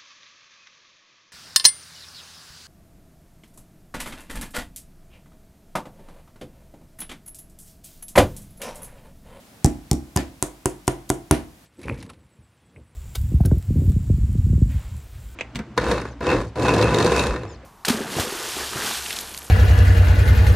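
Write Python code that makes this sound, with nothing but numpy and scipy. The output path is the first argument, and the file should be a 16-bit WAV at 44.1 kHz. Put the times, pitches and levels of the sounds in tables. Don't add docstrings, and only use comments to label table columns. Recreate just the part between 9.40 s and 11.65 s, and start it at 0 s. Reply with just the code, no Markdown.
import sys
import numpy as np
from scipy import signal
from scipy.fft import rfft, irfft
from scipy.io import wavfile
from scipy.ndimage import uniform_filter1d, minimum_filter1d

SR = 44100
rng = np.random.default_rng(int(sys.argv[2]) if len(sys.argv) > 2 else 0)


def dump_mix(stems):
    frames = np.atleast_2d(stems).T
    limited = np.clip(frames, -1, 1)
    pcm = np.round(limited * 32767).astype(np.int16)
    wavfile.write(sys.argv[1], SR, pcm)


N = 99225

# start_s, flat_hand_db, fingers_db, contact_cutoff_hz, buzz_db
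PATS = [(0.2465, 1, -15, 1160, -38.5), (0.5148, -3, -24, 1100, -88), (0.7616, -6.5, -12, 1110, -36.5),
        (0.7726, -9, -13.5, 2840, -33), (1.0261, -29, -10, 1110, -45.5), (1.2580, -26, -5.5, 1630, -42),
        (1.4794, -20, -3.5, 2020, -38.5), (1.7020, -21, -4, 2070, -50), (1.9108, -6, 0, 3200, -31),
        (1.9233, -9.5, -14.5, 1390, -32.5)]


def from_db(db):
    return 10 ** (np.asarray(db) / 20)


def at_hz(points, hz):
    freqs, values = np.transpose(points)
    return np.interp(np.log(np.maximum(hz, 1)), np.log(freqs), values)


def filtered(x, hz, kind, order=2):
    sos = signal.butter(order, np.clip(hz, 10, .45 * SR), kind, fs=SR, output="sos")
    return signal.sosfilt(sos, x + 1e-18)


def coloured(x, spectrum):
    hz = np.fft.rfftfreq(x.shape[-1], 1 / SR)
    return irfft(rfft(x) * from_db(at_hz(spectrum, hz)), x.shape[-1])


def diffuse(size):
    # freq_hz, side_to_mid_db
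    width = [(60, -8), (150, -20), (350, -9), (800, -3), (2500, -0.5), (8000, -6), (14000, -32.5)]
    mid, side = rng.standard_normal((2, size))
    return mid + coloured(side, width) * [[1], [-1]]


def decay(t, t60_s):
    return np.exp(-np.log(1000) * t / t60_s)


def add(out, start_s, sound):
    i = int(start_s * SR)
    out[..., i:i + sound.shape[-1]] += sound[..., :N - i]


def panned(x, left_db):
    return x * from_db([[left_db / 2], [-left_db / 2]])


def room_tone():
    # freq_hz, level_db
    spectrum = [(20, -1), (60, -2.5), (130, 0), (220, 1), (400, -9.5), (650, -8), (1200, -14.5),
                (3000, -18.5), (8000, -21), (12000, -20.5), (16000, -20)]
    noise = coloured(diffuse(N), spectrum)
    return from_db(-53) * noise / noise.std()


def fingertip_smacks():
    # start_s, click_db, pitch_hz, crackle_db
    touches = [(0.2454, -1.5, 6550, -17), (.2535, -18, 6500, -24), (0.2602, -8, 6800, -21),
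               (0.5133, -3, 6560, -12), (0.5318, -13, 7400, -51), (0.7636, -4.5, 6960, -20),
               (.7730, -11.5, 5800, -17), (1.026, 2, 7500, -20.5), (1.0373, -24, 7700, -31),
               (1.2577, -7.5, 7750, -42), (1.2581, -1.5, 7600, -18.5), (1.478, -23, 7000, -15),
               (1.4798, -5, 7670, -12.5), (1.7015, -5, 7260, -18.5), (1.7015, -6.5, 7600, -27),
               (1.9112, -12, 7530, -7), (1.9105, -25, 7200, -15.5)]
    band_ratio = 1.323
    out, t = np.zeros(N), np.arange(SR // 20) / SR
    for start_s, click_db, pitch_hz, crackle_db in touches:
        contact = from_db(crackle_db) * rng.standard_normal(len(t)) * decay(t, t60_s=0.0088)
        contact[0] = 2 * from_db(click_db)
        snap = filtered(contact, [pitch_hz / band_ratio, pitch_hz * band_ratio], "band")
        body = filtered(filtered(contact, 3000, "high", order=1), 11200, "low")
        add(out, start_s, from_db(0.5) * (snap + from_db(-3.5) * body))
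    return out


def table_thuds():
    # pitch_hz, t60_s, by_hand_db, by_fingers_db
    thud_modes = [(86, .06, -5.5, -37), (139, 0.036, 0.5, -22.5), (201, 0.026, -4, -47),
                  (311, 0.12, -22.5, -23.5), (372, 0.052, -54, -13), (519, 0.041, -29, -20),
                  (736.7, 0.041, -17.5, -18), (805, 0.045, -17, -31.5), (977, 0.019, -18, -12.5),
                  (1110, 0.012, -17, -18), (1400, 0.014, -41, -16.5), (2053, 0.009, -35, -18),
                  (2960, 0.0042, -38, -14)]
    # pitch_hz, t60_s, by_hand_db, by_fingers_db
    ring_modes = [(49.6, 0.53, -29.5, -31), (68, 0.34, -23, -53), (130.9, 0.38, -28.5, -28.5),
                  (194, 0.24, -25, -44.5), (238.7, 0.31, -18.5, -44), (269.4, 0.27, -21.5, -56),
                  (301.7, 0.24, -23, -23.5), (336.2, 0.34, -31.5, -27.5), (356.5, 0.25, -39, -27.5),
                  (416.6, 0.37, -37.5, -36.5), (622, 0.25, -39, -35), (667, 0.31, -46, -34.5),
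                  (776, 0.084, -36, -64), (942.6, 0.09, -50, -29.5)]
    modes = thud_modes + ring_modes
    spread_rad, full_spread_hz = 0.39, 285
    spreads = [0] * len(thud_modes)
    for k, (hz, *_) in enumerate(ring_modes):
        spreads.append(spread_rad * (-1) ** k * min(hz / full_spread_hz, 1) ** 2)
    hand_rise_s, scatter_db = 0.0028, 2.5
    out, t = np.zeros((2, N)), np.arange(SR // 2) / SR
    for start_s, hand_db, fingers_db, cutoff_hz, _ in PATS:
        board = 0
        for (hz, t60_s, by_hand_db, by_fingers_db), spread in zip(modes, spreads):
            push = from_db(hand_db + by_hand_db) * (1 - np.exp(-t / hand_rise_s))
            knock = from_db(fingers_db + by_fingers_db)
            wave = np.sin(2 * np.pi * hz * t + np.array([[spread / 2], [-spread / 2]]))
            spot_gain = from_db(scatter_db * rng.standard_normal())
            board = board + spot_gain * (push + knock) * wave * decay(t, t60_s)
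        add(out, start_s, -filtered(board, cutoff_hz, "low", order=1))
    return out


def kitchen_reverb(x, spectrum):
    # freq_hz, t60_s
    decay_times = [(60, 0.54), (400, 0.27), (1200, 0.37), (3000, 0.22), (8000, 0.26), (15000, 0.25)]
    onset_s, wall_delay_s, wall_smear_s = 0.0017, 0.0414, 0.003
    t = np.arange(SR // 2) / SR
    hz = np.fft.rfftfreq(len(t), 1 / SR)
    noise_bins = rfft(coloured(diffuse(len(t)), spectrum))
    build_up = 1 - np.exp(-(t / onset_s) ** 2)
    wall_echo = from_db(-5) * np.exp(-((t - wall_delay_s) / wall_smear_s) ** 2)
    octaves_hz, response = 20 * 2. ** np.arange(11), 0
    for low, high in zip(octaves_hz, octaves_hz[1:]):
        band = irfft(noise_bins * ((hz >= low) & (hz < high)), len(t))
        t60_s = at_hz(decay_times, np.sqrt(low * high))
        envelope = decay(t, t60_s) * build_up * (1 + wall_echo * (low > 4000))
        response = response + band * envelope / np.linalg.norm(envelope)
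    return signal.fftconvolve(x[None], response, axes=1)[:, :N]


def loose_things_buzz():
    # freq_hz, level_db
    spectrum = [(200, -52), (500, 16), (1000, 1.5), (2000, 3.5), (3500, -2.5), (7000, -9.5), (15000, -15)]
    # pitch_hz, level_db
    partials = [(1755, -4.5), (1863, -7), (2026, -14), (2326, -43), (2573, -50)]
    delay_s = 0.0034
    out, t = np.zeros((2, N)), np.arange(SR // 2) / SR
    for start_s, *_, buzz_db in PATS:
        grains = coloured(diffuse(len(t)) * rng.exponential(1, len(t)), spectrum)
        chatter = grains / grains.std() * decay(t, t60_s=0.29)
        tones = sum(from_db(db) * np.sin(2 * np.pi * (hz * t + rng.random())) for hz, db in partials)
        clink = tones * decay(t, t60_s=0.14)
        add(out, start_s + delay_s, from_db(buzz_db) * (chatter + clink))
    return out


def finger_grazes():
    # start_s, level_db
    brushes = [(.758, -29.5), (1.469, -37), (1.691, -30.5)]
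    out, size = np.zeros(N), int(0.0071 * SR)
    for start_s, level_db in brushes:
        add(out, start_s, from_db(level_db) * rng.standard_normal(size) * np.sqrt(np.hanning(size)))
    return filtered(out, [3600, 13000], "band")


def gain_control(x):
    threshold_db, sink_db_per_s, window = -8, 0.5, int(0.012 * SR)
    power = uniform_filter1d(np.mean(x ** 2, axis=0), window)
    over_db = np.maximum(10 * np.log10(np.maximum(power, 1e-12)) - threshold_db, 0)
    drift_db = -sink_db_per_s * np.arange(N) / SR
    gain_db = drift_db - np.maximum.accumulate(over_db + drift_db)
    smooth_db = uniform_filter1d(minimum_filter1d(gain_db, 2 * window), window)
    return x * from_db(smooth_db)


def scene():
    # freq_hz, level_db
    thud_send = [(40, -28), (120, -13.5), (300, -5), (600, -7), (1200, -12.5), (3000, -5), (10000, -42)]
    # freq_hz, level_db
    skin_send = [(500, 21), (2000, -10), (4000, -11.5), (7000, -15.5), (10000, -13.5), (15000, -13)]
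    thuds = table_thuds()
    skin = fingertip_smacks() + finger_grazes()
    direct = panned(thuds, left_db=-1.0) + panned(skin, left_db=2.8)
    reverb = kitchen_reverb(thuds.mean(axis=0), thud_send) + kitchen_reverb(skin, skin_send)
    return direct + reverb + loose_things_buzz() + room_tone()


def record(dry):
    mic = filtered(filtered(dry, 45, "high", order=4), 13000, "low")
    clipped = np.clip(gain_control(from_db(3.5) * mic), -.85, .85)
    top_cut = signal.ellip(10, .1, 80, 16000, fs=SR, output="sos")
    return signal.sosfilt(top_cut, clipped)


dry = scene()
out = record(dry)
dump_mix(out)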